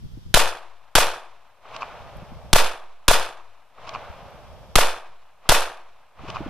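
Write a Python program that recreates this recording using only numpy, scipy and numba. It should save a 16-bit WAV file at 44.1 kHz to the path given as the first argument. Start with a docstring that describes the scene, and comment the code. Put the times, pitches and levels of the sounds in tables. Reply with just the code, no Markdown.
"""Wind and summer hiss open the scene, then a pistol close to the microphone fires three pairs of shots outdoors.
Each blast, a boom plus thumps and noise cracks, overloads the microphone and slaps back from the target bank.
Coloured noise then scatters from trees and straw, rolls through distant woods and slaps off a far tree line.
The gain control ducks under the shots and lets go late, lifting far echo, wind and hiss; spent cases tinkle
in the gaps between pairs, and a last gust bumps the microphone."""
import sys
import numpy as np
from scipy import signal
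from scipy.fft import rfft, irfft, next_fast_len
from scipy.io import wavfile
from numba import njit

SR = 44100
rng = np.random.default_rng(int(sys.argv[2]) if len(sys.argv) > 2 else 0)


def wrap_up_sound(samples):
    """Save the sound to the file named by the first command line argument, as 16-bit audio."""
    columns = np.atleast_2d(samples).T
    # keep every value between -1 and 1, then stretch to whole-number steps
    tamed = np.clip(columns, -1, 1)
    steps = np.round(tamed * 32767).astype(np.int16)
    wavfile.write(sys.argv[1], SR, steps)


N = 286473
TIME = np.arange(N) / SR  # s
ECHO_SIZE = 98304  # samples given to the echoes of one shot
DELAY = TIME[:ECHO_SIZE]  # s after a shot
PATH_DECAY_S = 0.0013  # decay of each arrival of the blast

# Stereo spread at the two close microphone ports. Each row: frequency in Hz, side minus mid in dB.
PORT_WIDTH = [(60, -18), (200, -10), (400, -15), (750, -19), (1300, -14.5), (2400, -12.5), (4400, -5),
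              (8000, 3.5), (14000, -1)]


def undb(db):
    """Decibels to gain."""
    return 10 ** (np.asarray(db) / 20)


def at_hz(points, hz):
    """Read (Hz, value) points on a log-frequency axis."""
    f, value = np.transpose(points)
    return np.interp(np.log(hz), np.log(f), value)


def add(out, sound, s):
    """Mix a sound in from time s on."""
    start = max(int(round(s * SR)), 0)
    part = sound[..., :max(out.shape[1] - start, 0)]
    out[:, start:start + part.shape[-1]] += part


def waver(t, size):
    """Random levels, a new one every size samples, joined by straight lines."""
    knots = t[::size]
    return np.interp(t, knots, rng.standard_normal(len(knots)))


def swell(onset_s, build_s, top_db, fade_db_per_s):
    """Envelope of scattered sound: a straight rise, then an even fade."""
    age = DELAY - onset_s
    rise = np.clip(age / build_s, 0, 1)
    return rise * undb(top_db - fade_db_per_s * np.maximum(age - build_s, 0))


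def noise(colour, size, width=None):
    """Stereo noise of a given colour, its mid at rms 1; without a width the two ports are unrelated."""
    length = next_fast_len(size, True)
    hz = np.maximum(np.fft.rfftfreq(length, 1 / SR), 1)
    gain = undb(at_hz(colour, hz))
    mid, side = rfft(rng.standard_normal((2, length))) * gain / np.sqrt(np.mean(gain ** 2))
    if width is not None:
        side = side * undb(at_hz(width, hz))
    return irfft(np.array([mid + side, mid - side]), length)[:, :size]


def burst(colour, db, spread_s):
    """A puff of coloured noise that peaks after spread_s (at least 0.5 ms) and fades."""
    age = TIME[:SR // 5] / max(spread_s, .0005)
    return undb(db) * noise(colour, len(age), PORT_WIDTH) * age * np.exp(1 - age)


def scatter(envelope, colour, loss, typical_s):
    """Countless small reflections whose colour shifts with travel time; it is as given at typical_s."""
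    hz = np.maximum(np.fft.rfftfreq(ECHO_SIZE, 1 / SR), 1)
    spectrum = rfft(noise(colour, ECHO_SIZE, PORT_WIDTH))
    corners_hz = np.array(loss)[:, 0]
    out = 0
    # overlapping bands, one around each corner, each fading at its own rate
    for (_, db_per_s), own in zip(loss, np.eye(len(loss))):
        band = at_hz(np.column_stack([corners_hz, own]), hz)
        out = out + irfft(spectrum * band) * undb(-db_per_s * (DELAY - typical_s))
    return out * envelope


def summer_hiss():
    """Insects and foliage blend into a steady coloured noise, unrelated at the two ports."""
    # Colour of the hiss. Each row: frequency in Hz, relative level in dB.
    colour = [(200, -10.5), (500, -0.5), (1000, -1.5), (2200, -8.5), (2800, -8), (3300, -1), (4000, -8),
              (5400, -6), (7000, -16), (10000, -18), (14000, -18)]
    return undb(-62) * noise(colour, N)


def wind():
    """Eddies rumble at each port, louder in the gusts; now and then one bumps the microphone."""
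    # Colour of the rumble. Each row: frequency in Hz, relative level in dB.
    colour = [(20, -2), (50, 1), (100, -0.5), (170, -5.5), (260, -18), (400, -26.5), (800, -46),
              (2000, -63)]
    # Gusts over the breeze. Each row: start in seconds, length in seconds, level in dB before flutter.
    gusts = [(0, 0.33, -44), (1.993, 0.78, -47), (4.06, .74, -50), (6.151, .4, -42)]
    # Single bumps. Each row: start in seconds, level in dB, upper edge in Hz.
    bumps = [(.172, -37.5, 244), (2.221, -34, 200), (2.317, -36.5, 195), (6.236, -31.5, 400),
             (6.285, -34, 405), (6.404, -29.5, 300), (6.460, -33, 415), (6.478, -35.5, 297)]
    breeze_db, gust_rise_s, flutter_db = -53, 0.017, 4
    strength = undb(breeze_db)
    for start, length, db in gusts:
        inside = np.minimum(TIME - start, start + length - TIME)
        gust = undb(db) * np.clip(inside / gust_rise_s + .5, 0, 1)
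        strength = np.maximum(strength, gust)
    out = noise(colour, N) * strength * undb(flutter_db * waver(TIME, size=900))
    for s, db, hz in bumps:
        bump_colour = [(hz / 4, -3), (hz, 0), (2 * hz, -22), (10 * hz, -70)]
        add(out, burst(bump_colour, db, spread_s=0.0045), s)
    return out


def cases():
    """Spent cases tinkle on the ground: brief puffs of high-pitched noise."""
    # Landings. Each row: start in seconds, level in dB.
    landings = [(2.168, -53), (4.305, -60)]
    # Colour of the tinkle. Each row: frequency in Hz, relative level in dB.
    colour = [(5000, -35), (8000, -14), (10000, 0), (13000, -6), (15000, 3)]
    out = np.zeros((2, N))
    for s, db in landings:
        add(out, burst(colour, db, spread_s=0.0022), s)
    return out


def woods(patchy_db=1.58):
    """The blast rolls around the distant woods; a far tree line returns slaps, some dulled among the leaves."""
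    # The roll: first arrival in seconds, build-up in seconds, top in relative dB, common fade in dB per s.
    roll = (0.1783, 0.12, -25.5, 26.5)
    # Colour of the roll. Each row: frequency in Hz, relative level in dB.
    roll_colour = [(150, -30.5), (250, -9), (309, -13), (609, 3.5), (991, 1), (1090, 1.5), (1960, -11.5),
                   (2450, -9), (4050, -19.5), (4470, -24), (5790, -28.5), (6480, -33.5), (12000, -54),
                   (15600, -75), (22000, -120)]
    # Loss in the air on top of the common fade. Each row: frequency in Hz, loss in dB per s.
    air_loss = [(500, -17.5), (1000, -6.5), (3000, -4.5), (10000, 6.5)]
    # Far slaps. Each row: delay in seconds, relative level in dB, spread in seconds, share of treble kept 0-1.
    slaps = [(0.786, -38, 0.0098, 0.5), (0.8109, -26, 0.0009, 0.93), (0.853, -42, 0.0084, 1),
             (.8685, -26.5, .0011, 0), (0.877, -26.5, 0.0009, 0.11)]
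    # Colour of an undulled slap. Each row: frequency in Hz, relative level in dB.
    slap_colour = [(300, -17), (700, -6), (1100, 17.5), (1900, -15), (2550, 9), (3500, 1), (5200, -1.5),
                   (7500, -17), (13000, -43)]
    out = scatter(swell(*roll), roll_colour, air_loss, typical_s=1.0)
    out = out * undb(patchy_db * waver(DELAY, size=500))
    for delay, db, spread, treble in slaps:
        dulling_db = 20 * np.log10(np.clip(treble, .05, 1))
        dulled = [(hz, level + dulling_db * (hz > 3000)) for hz, level in slap_colour]
        add(out, burst(dulled, db, spread), delay)
    return out


def trees(patchy_db=2.5, clumps_db=1.25):
    """Ground and near trees scatter unevenly, in clumps, with a hollow ring where reflections add in step."""
    # Ground, nearest trees and the stand behind them. Each row: first arrival in seconds,
    # build-up in seconds, top in relative dB, common fade in dB per s.
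    scatterers = [(0, .009, 9.5, 319.5), (.044, 0.01, 6, 175), (0.089, .045, -3, 118)]
    # Colour of the scatter. Each row: frequency in Hz, relative level in dB.
    colour = [(88, -54), (150, -16.5), (286, -27.5), (352, -6.5), (387, -10.5), (525, -1.5), (659, 0.5),
              (797, -1), (1490, -2), (2020, -4), (2900, -5.5), (5630, -12), (6810, -17.5), (10900, -17.5),
              (14000, -31)]
    # Loss among the leaves on top of the common fade. Each row: frequency in Hz, loss in dB per s.
    leaf_loss = [(500, 2.7), (1000, 9), (2500, 33), (5000, 59), (12000, 69)]
    # Pitches that the reflectors' spacing reinforces or cancels.
    # Each row: frequency in Hz, width in Hz (20 at least is used), boost or cut in dB.
    reinforced = [(390, 24, -2), (534, 110, 1), (600, 11, -2), (725, 18, 1.5), (890, 40, 1.5),
                  (1005, 12, -5), (1051, 6.3, -2.5), (1010, 47, 3), (1290, 50, -0.5), (1250, 19, 2.5),
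                  (1502, 8, -1), (1690, 26, -0.5), (2037, 210, -6.5), (2510, 37, 5), (3100, 17, -0.5),
                  (3496, 50, 8)]
    hz = np.fft.rfftfreq(ECHO_SIZE, 1 / SR)
    ring_db = sum(db / (1 + (2 * (hz - f) / max(width, 20)) ** 2) for f, width, db in reinforced)
    uneven = undb(patchy_db * waver(DELAY, size=60) + clumps_db * waver(DELAY, size=300))
    envelope = np.sqrt(sum(swell(*row) ** 2 for row in scatterers)) * uneven
    near = scatter(envelope, colour, leaf_loss, typical_s=0.037)
    return irfft(rfft(near) * undb(ring_db)) * (DELAY < 1)


def bales():
    """Straw bales scatter the blast into a short, bright rustle of noise."""
    # Colour of the rustle. Each row: frequency in Hz, relative level in dB.
    colour = [(200, -7.5), (1000, 1), (5000, -1.5), (14000, -7.5)]
    # The rustle: first arrival in seconds, build-up in seconds, top in relative dB, fade in dB per s.
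    rustle = (0.025, 0.0034, 4.8, 300)
    return noise(colour, ECHO_SIZE, PORT_WIDTH) * swell(*rustle)


def echoes():
    """Spectrum of all that the range throws back after one shot."""
    return rfft(trees() + bales() + woods())


def thump(hz, db, decay_s):
    """A short, damped pressure oscillation."""
    t = TIME[:SR // 25]
    return undb(db) * np.cos(2 * np.pi * hz * t) * np.exp(-t / decay_s)


def reflection(thump_db, hz, crack_db, narrow_db=-5):
    """One arrival of the blast: a thump and a burst of crack, nearly alike at both ports."""
    # Colour of the crack. Each row: frequency in Hz, relative level in dB.
    colour = [(60, 7), (300, 0.5), (1300, 11.5), (2000, 1.5), (3400, 8), (6000, -1), (10000, -2.5),
              (15000, -22)]
    t = TIME[:SR // 25]
    width = [(f, db + narrow_db) for f, db in PORT_WIDTH]
    crack = undb(crack_db) * noise(colour, len(t), width) * np.exp(-t / PATH_DECAY_S)
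    return thump(hz, thump_db, PATH_DECAY_S) + crack


def blast():
    """The muzzle booms; the blast arrives directly, off the ground, the target bank and a few near trunks."""
    # Low boom of the muzzle gas. Each row: frequency in Hz, relative level in dB, decay in seconds.
    boom = [(188, 13.5, 0.0044), (340, 23, .0035)]
    # The direct blast and its distinct near reflections. Each row: delay in seconds,
    # thump relative level in dB, thump frequency in Hz, crack relative level in dB.
    paths = [(0, 21, 1430, 39.5), (.0020, 24.5, 967, 24.5), (.0043, 22.5, 760, 33.5),
             (.0313, 32.5, 590, 7.5), (.0330, 22, 1034, 17.5), (.0600, 12.5, 1430, 7),
             (.0910, 7.5, 520, -4.5), (.1165, 9.5, 905, 1)]
    out = np.zeros((2, ECHO_SIZE))
    add(out, sum(thump(hz, db, decay_s) for hz, db, decay_s in boom), 0)
    for delay, thump_db, hz, crack_db in paths:
        add(out, reflection(thump_db, hz, crack_db), delay)
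    return out


def surge(rise_s, onset_s=0.0062, length_s=0.047, coupling_hz=1.66):
    """The blast throws the microphone off centre; its coupling capacitors swing it slowly back."""
    push = -(1 + np.tanh((DELAY - onset_s) / rise_s)) / 2 * np.exp(-(DELAY / length_s) ** 2)
    b, a = signal.butter(1, coupling_hz, "high", fs=SR)
    return signal.lfilter(b, a, signal.lfilter(b, a, push))


def pistol():
    """Gun and surroundings stay put, so every shot has the same low echoes; the blast and their treble vary."""
    # Shots. Each row: start in seconds, gain of blast and echoes in dB, microphone surge level in dB,
    # surge rise in seconds, surge left minus right in dB.
    shots = [(0.3412, 1.5, 19, .003, 5.5), (0.9528, 1.5, 16.5, .005, 3.5), (2.53, 1.5, 22.5, .0007, -2),
             (3.0810, 1, 19, .0009, 4), (4.7555, 1, 21, 0.00051, 0), (5.4907, 1.5, 18.5, .0015, 0)]
    stable_hz = 2450  # above it, moving air changes the echoes from shot to shot
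    hz = np.fft.rfftfreq(ECHO_SIZE, 1 / SR)
    kept = 1 / np.sqrt(1 + (hz / stable_hz) ** 4)
    steady = kept * echoes()
    out = np.zeros((2, N))
    for s, blast_db, surge_db, rise_s, lean_db in shots:
        echo = irfft(steady + np.sqrt(1 - kept ** 2) * echoes())
        ports = undb(surge_db + np.array([[lean_db], [-lean_db]]) / 2)
        add(out, undb(blast_db) * (blast() + echo) + ports * surge(rise_s), s)
    return out


def scene():
    """Shots and falling cases over light wind and summer hiss."""
    return summer_hiss() + wind() + cases() + pistol()


@njit
def gain_control(peak, limit, least, hold, dead, release):
    """Drops at once on an overload, down to least; holds, timed from the first crest; then swells back."""
    gain, g, wait = np.empty(len(peak)), 1., 0.
    for i in range(len(peak)):
        if peak[i] * g > limit:
            g = max(limit / peak[i], least)
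            # crests within the dead time do not restart the hold
            if wait < hold - dead:
                wait = hold
        if wait > 0:
            wait -= 1
        else:
            g += g * (1 - g) / release
        gain[i] = g
    return gain


def record(dry):
    """Gain control, a preamplifier that clips flat, its own hiss, and the top cut."""
    # Colour of the preamplifier's noise. Each row: frequency in Hz, relative level in dB.
    preamp_colour = [(20, 25.5), (100, 21.5), (300, 6), (1000, -0.5), (14000, -2)]
    duck_db, hold_s, dead_s, release_s = -24, 0.64, .1, 0.039
    clip_level, self_noise_db, top_hz = 0.46, -70.5, 14200
    peak = np.abs(dry).max(axis=0)
    least = float(undb(duck_db))
    gain = gain_control(peak, 0.8, least, float(hold_s * SR), float(dead_s * SR), float(release_s * SR))
    clipped = np.clip(dry * gain, -clip_level, clip_level)
    hiss = undb(self_noise_db) * noise(preamp_colour, N)
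    top_cut = signal.ellip(10, .2, 70, top_hz, fs=SR, output="sos")
    return signal.sosfilt(top_cut, clipped + hiss)


dry = scene()
out = record(dry)
wrap_up_sound(out)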